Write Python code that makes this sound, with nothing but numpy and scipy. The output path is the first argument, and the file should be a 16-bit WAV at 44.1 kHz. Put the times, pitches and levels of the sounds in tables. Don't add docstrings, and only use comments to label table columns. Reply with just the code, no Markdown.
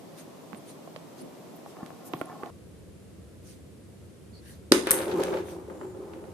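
import sys
import numpy as np
from scipy import signal
from scipy.fft import rfft, irfft
from scipy.io import wavfile
from scipy.ndimage import uniform_filter1d

SR = 44100
rng = np.random.default_rng(int(sys.argv[2]) if len(sys.argv) > 2 else 0)


def bounce(signal):
    frames = np.transpose(np.atleast_2d(signal))
    limited = np.clip(frames, -1, 1)
    pcm = np.round(limited * 32767).astype(np.int16)
    wavfile.write(sys.argv[1], SR, pcm)


N = 279153
T = np.arange(N) / SR
CUT_S, FAST, NORMAL = 2.503, 2, 1

# (time [s], level [dB], left-right [dB], tilt [dB/octave])
CLACKS = [(1.8622, -52, -8, 0), (2.2134, -43.5, -11, 10), (4.871, -27, 6, -1.5), (4.9085, -6, 4, 3.5),
          (4.9104, -9.5, 1, 5), (4.9146, -11.5, -1, 0.5), (4.9155, -11, -1, -7), (4.9166, -12, 1, 0),
          (5.2, -42.5, 2, -1), (5.2364, -25, 2.5, -12)]
# (frequency [Hz], gain [dB])
CLACK_SPECTRUM = [(400, -21), (1500, -13.5), (3000, -22), (5200, -16), (6800, -15), (8000, -6.5),
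                  (8800, -3.5), (10300, -2), (11400, -6), (13400, -10), (14500, -14.5), (16000, -42)]
# (frequency [Hz], level [dB], t60 [s])
BALL_MODES = [(6160, -15, .015), (8170, -4, .014), (9250, -8, .012), (9730, -4, .014), (10480, 1, .018),
              (12100, -11, .014), (13550, -4, .014)]

def clacks(tick_db=-1, ring_db=-8.5, rise_s=.0003, pivot_hz=10000):
    out, t = np.zeros((2, N)), np.arange(SR // 25) / SR
    hz, mode_db, t60 = np.transpose(BALL_MODES)[:, :, None, None]
    for s, db, pan_db, tilt in CLACKS:
        tilted = [(f, gain + tilt * np.log2(max(f / pivot_hz, .5))) for f, gain in CLACK_SPECTRUM]
        add(out, s, amp(db + tick_db) * colour(burst(.0016, likeness=.41), tilted), pan_db)
        phases = stereo_phases(len(hz), spread_rad=.74)
        detune = 1 + .008 * rng.standard_normal()
        envelopes = amp(mode_db + tilt * np.log2(hz / pivot_hz) - 60 * t / t60)
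        ring = (envelopes * np.sin(2 * np.pi * hz * detune * t + phases)).sum(0)
        add(out, s, amp(db + ring_db) * ring * (1 - np.exp(-t / rise_s)), pan_db)
    return out


# (frequency [Hz], gain [dB])
CRACK_SPECTRUM = [(200, -16), (800, -8), (1400, -0.5), (1950, -3.5), (2400, -5), (2900, 2), (3150, 0),
                  (3500, 6), (4200, 5.5), (4800, 6.5), (5250, 2), (5750, -5), (6200, -1), (6800, -7),
                  (7600, -8), (8400, -2), (11000, -2.5), (12000, -9), (12800, -17), (14000, -17)]
# (frequency [Hz], level [dB], t60 [s])
CUE_MODES = [(3500, -18, .009), (4400, -16, .009), (4830, -12.5, .012), (5230, -15, .015),
             (8400, -15, .008)]

def cue_strike(at_s=4.72, contact_db=-4, walls_db=-22, rise_s=.00066, walls_s=.013, pan_db=-4):
    out, t = np.zeros((2, N)), np.arange(SR // 15) / SR
    contact = burst(.0029, likeness=.1, size=len(t)) * (1 - np.exp(-t / rise_s))
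    walls = rng.standard_normal((2, len(t))) * np.exp(-t / walls_s)
    add(out, at_s, colour(amp(contact_db) * contact + amp(walls_db) * walls, CRACK_SPECTRUM), pan_db)
    for hz, db, t60 in CUE_MODES:
        ring = amp(db - 60 * t / t60) * np.sin(2 * np.pi * hz * t)
        add(out, at_s, ring * (1 - np.exp(-t / .00096)), 2 * pan_db)
    return out


# (time [s], level [dB], pitch [Hz], rise [cycles])
THUDS = [(.534, -33, 213, 1.26), (.8755, -36.5, 620, 0.96), (.9615, -33.5, 574, 1.2),
         (1.6616, -35, 790, 1.4), (1.829, -29.5, 230, 0.71), (2.1354, -24, 335, 1), (2.1366, -29, 1085, 3),
         (2.1368, -32.5, 794, 2), (2.144, -34.5, 163, 1), (2.2125, -23.5, 640, 0.85),
         (2.2132, -26.5, 315, 1.15), (2.213, -35.5, 1400, 5.5), (2.2977, -41, 960, 2.3),
         (2.424, -38, 1138, 7), (2.4335, -27, 400, 0.94), (4.7152, -11.5, 330, 0.83),
         (4.719, -9, 315, 1.08)]

def thuds(rock_s=4.737, rock_gap_s=.0181, rock_db=-22, rock_hz=330):
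    out = np.zeros((2, N))
    rebounds = [(rock_s + k * rock_gap_s, rock_db - 2 * k, rock_hz + 29.9 * k, 1.9) for k in range(2)]
    for s, db, hz, rise_cycles in THUDS + rebounds:
        cycles = hz * np.arange(SR // 10) / SR
        age = cycles / rise_cycles
        envelope = (age * np.exp(1 - age)) ** 2
        add(out, s, -amp(db) * envelope * np.sin(2 * np.pi * cycles))
    return out


# (time [s], level [dB], brightness [Hz], left-right [dB])
KNOCKS = [(.531, -37.5, 1360, -16), (.547, -45.5, 2400, -14), (0.875, -39.5, 1090, -7),
          (0.9618, -37, 3340, -9), (1.661, -39, 950, -7), (1.7684, -40, 900, 2), (1.8313, -31, 650, 3.5),
          (1.862, -45, 3500, -13), (1.904, -36, 950, 5), (2.1354, -28.5, 2400, -10.5),
          (2.168, -47, 2200, -5), (2.2138, -28, 1510, -14), (2.298, -33.5, 950, -1),
          (2.4339, -29.5, 1150, -12.5), (2.46, -43, 2700, -6), (4.721, -15, 1560, 2.5),
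          (4.8704, -23.5, 2550, 1.5), (4.88, -33.5, 1770, 3), (4.896, -33.5, 1800, 1),
          (4.9089, -26.5, 1750, 1), (4.932, -31, 1500, 2), (5.0037, -30, 1700, 1), (5.095, -40, 2200, 7),
          (5.193, -29.5, 900, -2), (5.2338, -32.5, 3940, -2), (5.283, -37.5, 2000, 3), (5.33, -26, 865, 2),
          (5.3379, -34.5, 2400, 1), (5.371, -34.5, 1800, -1), (5.484, -42, 1630, 1),
          (5.6989, -38.5, 1100, 5), (5.8123, -34.5, 1050, 1), (6.1342, -46, 2500, 0),
          (6.24, -47.5, 1388, 0.5)]

def knocks(start_s, stop_s, speed, middle_db, decay_s, ring_db, low_hz, firm_hz=1520):
    out = np.zeros((2, N))
    for s, db, hz, pan_db in KNOCKS:
        if start_s <= s < stop_s:
            tick = burst(decay_s, likeness=.19)
            for cutoff_hz in (hz, 2 * hz):
                tick = signal.lfilter(*signal.butter(2, cutoff_hz, fs=SR), tick)
            tick = signal.lfilter(*signal.butter(1, low_hz, "high", fs=SR), tick)
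            add(out, s, amp(db) * tick * np.sqrt(SR / 2 / hz), pan_db)
            hardness_db = np.log2(hz / firm_hz)
            add(out, s, amp(db + ring_db - hardness_db) * bed_ring(speed, middle_db), pan_db)
    return out


# (frequency [Hz], level [dB], t60 [s])
BED_MODES = [(180, -14.5, .07), (250, -13, .06), (336, -5, .14), (368, 0, .2), (408, -4.5, .11),
             (470, -11, .06), (535, -2.5, .125), (556, -9, .08), (602, -8.5, .08), (685, -12, .07),
             (868, -12, .11), (965, -17, .05), (1130, -22, .04), (1380, -19, .04)]

def bed_ring(speed, middle_db, modes=BED_MODES, middle_hz=570, spot_db=2, low_hz=190):
    t = np.arange(SR // 3) / SR * speed
    hz, db, t60 = np.transpose(modes)[:, :, None, None]
    middle = np.exp(-(2 * np.log2(hz / middle_hz)) ** 2) - .5
    db = db + middle_db * middle + spot_db * rng.standard_normal(db.shape)
    ear_rad = .3 * rng.standard_normal((len(modes), 2, 1))
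    lag_rad = .45 * np.arange(len(modes))[:, None, None]
    ring = (amp(db - 60 * t / t60) * np.sin(2 * np.pi * hz * t + ear_rad - lag_rad)).sum(0)
    attack = 1 - np.exp(-t / .001)
    return signal.lfilter(*signal.butter(2, low_hz * speed, "high", fs=SR), ring * attack / 2)


# (time [s], level [dB])
BOUNCES = [(5.52, -28), (5.685, -34), (5.725, -34), (5.785, -38), (5.846, -33), (5.947, -30.5),
           (6.003, -35)]

def rail_bounces(rise_s=.0037):
    out = np.zeros((2, N))
    for s, db in BOUNCES:
        ring = bed_ring(NORMAL, middle_db=-6.5)
        add(out, s, amp(db) * ring * (1 - np.exp(-T[:ring.shape[1]] / rise_s)))
    return out


# (time [s], low modes [dB], upper modes [dB])
ROLL_NUDGE = [(1.72, -78, -78), (1.8, -47, -49.5), (1.96, -65, -65), (2.16, -49, -54), (2.25, -57, -59),
              (2.29, -46, -46), (2.4, -51, -53), (2.46, -44, -46), (2.503, -48, -48)]
ROLL_BREAK = [(4.76, -32, -47), (4.83, -37.5, -44), (4.9, -43, -43), (4.93, -34, -35), (4.98, -29, -37),
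              (5.046, -37, -40.5), (5.095, -30.5, -35.5), (5.14, -31, -38.5), (5.203, -27.5, -29),
              (5.228, -32.5, -30), (5.262, -32, -40), (5.284, -33, -30), (5.314, -30.5, -42),
              (5.336, -33.5, -32.5), (5.388, -34, -37), (5.42, -39.5, -51), (5.496, -44, -51),
              (5.54, -39, -47.5), (5.655, -48.5, -53), (5.71, -41.5, -48.5), (5.765, -46, -49.5),
              (5.84, -42, -48), (5.928, -48.5, -55), (5.96, -43.5, -52), (6.1, -43, -51),
              (6.33, -49, -49.5)]
# (frequency [Hz], gain [dB])
GRIT_SPECTRUM = [(60, -27), (200, -7), (400, -0.5), (900, 5), (1300, -4), (2000, -16), (3500, -22),
                 (6000, -24), (14000, -27.5)]

def rolling(curve, speed, hum_db, hollow_db, grit_db, bumps_per_s=500, uneven_db=2, split_hz=450):
    s, low_db, upper_db = np.transpose(curve)
    low, upper = fader(s, low_db), fader(s, upper_db)
    sizes = amp(uneven_db * np.minimum(rng.exponential(1, (3, N)), 4)) * rng.choice([-1, 1], (3, N))
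    bumps = sizes * (rng.random((3, N)) < bumps_per_s * speed / SR)
    hum = drumming(bumps.sum(0), [mode for mode in BED_MODES if mode[0] < split_hz], speed)
    hollow = drumming(bumps.sum(0), [mode for mode in BED_MODES if mode[0] >= split_hz], speed)
    grit = unit_rms(colour(bumps[:2] + .93 * bumps[2], GRIT_SPECTRUM, speed)[:, :N])
    tones = amp(hum_db) * low * hum + amp(hollow_db) * upper * hollow
    return tones + amp(grit_db) * np.sqrt(low * upper) * grit


def drumming(bumps, modes, speed, patches=7, patch_s=.07, waver_db=2.2):
    patch = (T * speed / patch_s).astype(int) % patches
    hum = np.zeros((2, N))
    for k in range(patches):
        hits = bumps * (patch == k)
        hum += signal.oaconvolve(hits[None], bed_ring(speed, 0, modes), axes=1)[:, :N]
    waver = uniform_filter1d(rng.standard_normal(N), size=SR // 50)
    waver = unit_rms(uniform_filter1d(waver, size=SR // 80))
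    running_rms = np.sqrt(uniform_filter1d((hum ** 2).mean(0), size=SR // 20) + 1e-9)
    return amp(waver_db * waver) * hum / running_rms


# (time [s], level [dB])
RATTLE_LEVEL = [(4.86, -44), (4.93, -35), (4.999, -44), (5.12, -43.5), (5.16, -64), (5.21, -44), (5.3, -52),
                (5.39, -50), (5.44, -67)]
# (frequency [Hz], gain [dB])
RATTLE_SPECTRUM = [(500, -9.5), (1500, 2), (2600, -8.5), (3800, -5.5), (5500, -13), (9000, -24),
                   (14000, -34)]

def rattle(balls=4, ticks_per_s=260, uneven_db=3, decay_s=.00432):
    sizes = amp(uneven_db * np.minimum(rng.exponential(1, (balls, N)), 3))
    skips = sizes * (rng.random((balls, N)) < ticks_per_s / balls / SR)
    ticks = sum(signal.fftconvolve(ball[None], burst(decay_s, likeness=.16), axes=1) for ball in skips)
    return fader(*np.transpose(RATTLE_LEVEL)) * unit_rms(colour(ticks, RATTLE_SPECTRUM)[:, :N])


# (frequency [Hz], level [dB], t60 [s])
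SHIMMER_MODES = [(8376, -46, .33), (8699, -45, .33), (9076, -39, .37), (9260, -42, .33), (9781, -39, .19),
                 (9895, -42, .3), (10632, -44, .3), (10985, -40, .28), (11305, -40, .2), (13290, -37, .12),
                 (14115, -46, .3)]

def shimmer(break_s=4.909, gain_db=2):
    out, t = np.zeros((2, N)), np.arange(SR // 2) / SR
    hz, db, t60 = np.transpose(SHIMMER_MODES)[:, :, None, None]
    phases = stereo_phases(len(hz), spread_rad=.7)
    partials = amp(gain_db + db - 60 * t / t60) * np.sin(2 * np.pi * hz * t + phases)
    add(out, break_s, partials.sum(0))
    return out


# (time [s], length [s], centre [Hz], level [dB], sharpness [Q])
SQUEAKS = [(.558, 0.033, 9400, -54.5, 7), (1.19, .11, 260, -44, 1), (1.208, 0.02, 10100, -52, 7),
           (1.552, 0.029, 13400, -55.5, 4), (2.042, 0.059, 12600, -48, 0.66), (2.093, .13, 12800, -58, 3),
           (2.254, 0.0079, 9800, -50, 7), (4.32, .095, 4430, -58, 9.2), (4.42, 0.13, 1730, -59.5, 3.6),
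           (5.689, 0.3, 7170, -66, 13)]

def cue_squeaks(arch_per_s=.45):
    out = np.zeros((2, N))
    for s, length_s, hz, db, q in SQUEAKS:
        band = signal.iirpeak(hz, max(q, 1), fs=SR)
        friction = rng.standard_normal((2, SR // 3))
        rub = signal.lfilter(*band, signal.lfilter(*band, friction))[:, :round(length_s * SR)]
        arch = np.sin(np.linspace(0, np.pi, rub.shape[1]))
        shift_hz = arch_per_s * length_s * hz * (arch - np.pi / 4)
        bent = (signal.hilbert(rub) * np.exp(2j * np.pi * np.cumsum(shift_hz) / SR)).real
        add(out, s, amp(db) * unit_rms(bent) * arch)
    return out


# (frequency [Hz], t60 [s])
ROOM_T60 = [(200, 0.5), (700, 0.38), (2000, 0.36), (5000, 0.39), (10000, 0.36), (14000, 0.31)]
# (frequency [Hz], gain [dB])
ROOM_SPECTRUM = [(150, -1.5), (400, -6.5), (1000, -2.5), (2500, 1.5), (3400, -1.5), (4400, -9), (5200, -5),
                 (6200, 0.5), (7500, 0.5), (10300, -1), (14000, -0.5)]

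def reverb(x, speed, wet_db, build_s=.0055, mono_hz=600, clump_db=2):
    hz, t, pair = signal.stft(rng.standard_normal((2, SR * 3 // 4)), SR, nperseg=256)
    hz = hz[:, None] / speed
    bands = correlate(pair, likeness=1 / (1 + (hz / mono_hz) ** 4))
    bands *= amp(at_hz(ROOM_SPECTRUM, hz) - 60 * t * speed / at_hz(ROOM_T60, hz))
    bands *= amp(clump_db * rng.standard_normal(len(t)))
    tail = signal.istft(bands, SR, nperseg=256)[1]
    tail *= 1 - np.exp(-(T[:tail.shape[1]] * speed / build_s) ** 2)
    return amp(wet_db) * signal.fftconvolve(x, tail / np.linalg.norm(tail[0]), axes=1)[:, :N]


# (frequency [Hz], gain [dB])
HISS_SPECTRUM = [(600, -16), (1500, 2.5), (3600, 2.5), (4500, 5), (5150, 1), (6000, 5), (7900, -0.5),
                 (8950, 9), (9700, 0), (10400, 5.5), (11800, -2.5), (14000, -2.5)]

def hiss(first_s, speed, db, growth_db_per_s, period_s=1, width_s=.039, flicker_db=3):
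    since_s = (T - first_s) * speed
    off_peak_s = since_s - period_s * np.maximum(np.round(since_s / period_s), 0)
    bands = signal.stft(air_noise(HISS_SPECTRUM), nperseg=256)[2]
    flicker = uniform_filter1d(rng.standard_normal(bands.shape[1:]), size=4, axis=0)
    flicker = unit_rms(uniform_filter1d(flicker, size=16, axis=1))
    noise = unit_rms(signal.istft(bands * amp(flicker_db * flicker), nperseg=256)[1][:, :N])
    return noise * amp(db + growth_db_per_s * since_s) * np.exp(-(off_peak_s / width_s) ** 2 / 2)


# (frequency [Hz], relative density [dB])
AIR_NUDGE = [(18, -81), (30, -52), (118, -10), (131, -10.5), (161, -2), (208, -6.5), (243, -3.5), (276, -4),
             (647, -10), (859, -16), (1060, -16.5), (1480, -25.5), (11000, -34), (12900, -36), (14300, -33)]
AIR_BREAK = [(15, -56.5), (25, -48.5), (65, -10), (85, -3.5), (152, -11.5), (183, -7), (252, -13.5),
             (347, -13.5), (545, -18), (590, -23.5), (692, -25.5), (790, -31.5), (5950, -41), (9860, -38.5),
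             (14300, -49.5)]
# (frequency [Hz], coherence [0-1])
AIR_LIKENESS = [(60, 0.8), (180, 0.21), (540, 0.15), (1640, 0.021), (4930, 0.007), (14800, 0.03)]

def air_noise(spectrum):
    hz = np.fft.rfftfreq(N, 1 / SR)
    white = correlate(rfft(rng.standard_normal((2, N))), likeness=at_hz(AIR_LIKENESS, hz) ** .5)
    return unit_rms(irfft(white * amp(at_hz(spectrum, hz)), N))


def burst(decay_s, likeness, size=2048):
    fade = np.exp(-np.arange(size) / SR / decay_s)
    white = rng.standard_normal((3, size))
    x = (np.sqrt(likeness) * white[2] + np.sqrt(1 - likeness) * white[:2]) * fade
    for _ in range(3):
        x = irfft(np.exp(1j * np.angle(rfft(x)))) * np.sqrt(fade)
    return unit_rms(x) * np.sqrt(np.mean(fade ** 2))


def colour(x, spectrum, speed=1, size=2048):
    log_gain = np.log(amp(at_hz(spectrum, abs(np.fft.fftfreq(size, 1 / SR)) / speed)))
    taps = np.fft.ifft(np.exp(np.conj(signal.hilbert(log_gain)))).real[:size // 2]
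    return signal.fftconvolve(x, taps[None] / np.linalg.norm(taps), axes=1)


def stereo_phases(count, spread_rad):
    return 2 * np.pi * rng.random((count, 1, 1)) + spread_rad * rng.standard_normal((count, 2, 1))


def correlate(pair, likeness):
    left, right = pair
    return np.array([left, likeness * left + np.sqrt(1 - likeness ** 2) * right])


def add(mix, s, sound, pan_db=0):
    part = mix[:, round(s * SR):][:, :sound.shape[-1]]
    part += amp([[pan_db / 2], [-pan_db / 2]]) * sound[..., :part.shape[1]]


def at_hz(points, hz):
    f, value = np.transpose(points)
    return np.interp(np.log(hz + 1), np.log(f + 1), value)


def fader(s, db):
    return amp(np.interp(T, s, db, left=-120, right=-120))


def amp(db):
    return 10 ** (np.asarray(db) / 20)


def unit_rms(x):
    return x / np.sqrt(np.mean(x ** 2, axis=-1, keepdims=True) + 1e-20)


def scene():
    blows, balls = thuds() + cue_strike(), clacks()
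    nudge = knocks(0, CUT_S, FAST, middle_db=-.5, decay_s=.0024, ring_db=-6.5, low_hz=240)
    nudge += blows + balls + rolling(ROLL_NUDGE, FAST, hum_db=-.5, hollow_db=-2, grit_db=-27)
    scatter = knocks(CUT_S, N / SR, NORMAL, middle_db=0, decay_s=.008, ring_db=1, low_hz=270)
    scatter += blows + rail_bounces()
    scatter += rolling(ROLL_BREAK, NORMAL, hum_db=0, hollow_db=-.6, grit_db=-5.5) + rattle()
    first = nudge + reverb(nudge, FAST, wet_db=-10.5) + amp(-46.5) * air_noise(AIR_NUDGE)
    first += hiss(first_s=.198, speed=FAST, db=-49, growth_db_per_s=-2.5)
    second = scatter + balls + shimmer() + reverb(scatter + amp(-2) * balls, NORMAL, wet_db=-5)
    second += amp(-48.5) * air_noise(AIR_BREAK)
    second += hiss(first_s=3.5, speed=NORMAL, db=-54.5, growth_db_per_s=1)
    return np.where(T < CUT_S, first, second) + cue_squeaks()


def record(dry):
    lowpass = signal.firwin(801, 14300, window=("kaiser", 8), fs=SR)
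    return signal.oaconvolve(np.clip(dry, -1, 1), lowpass[None], "same", axes=1)


dry = scene()
out = record(dry)
bounce(out)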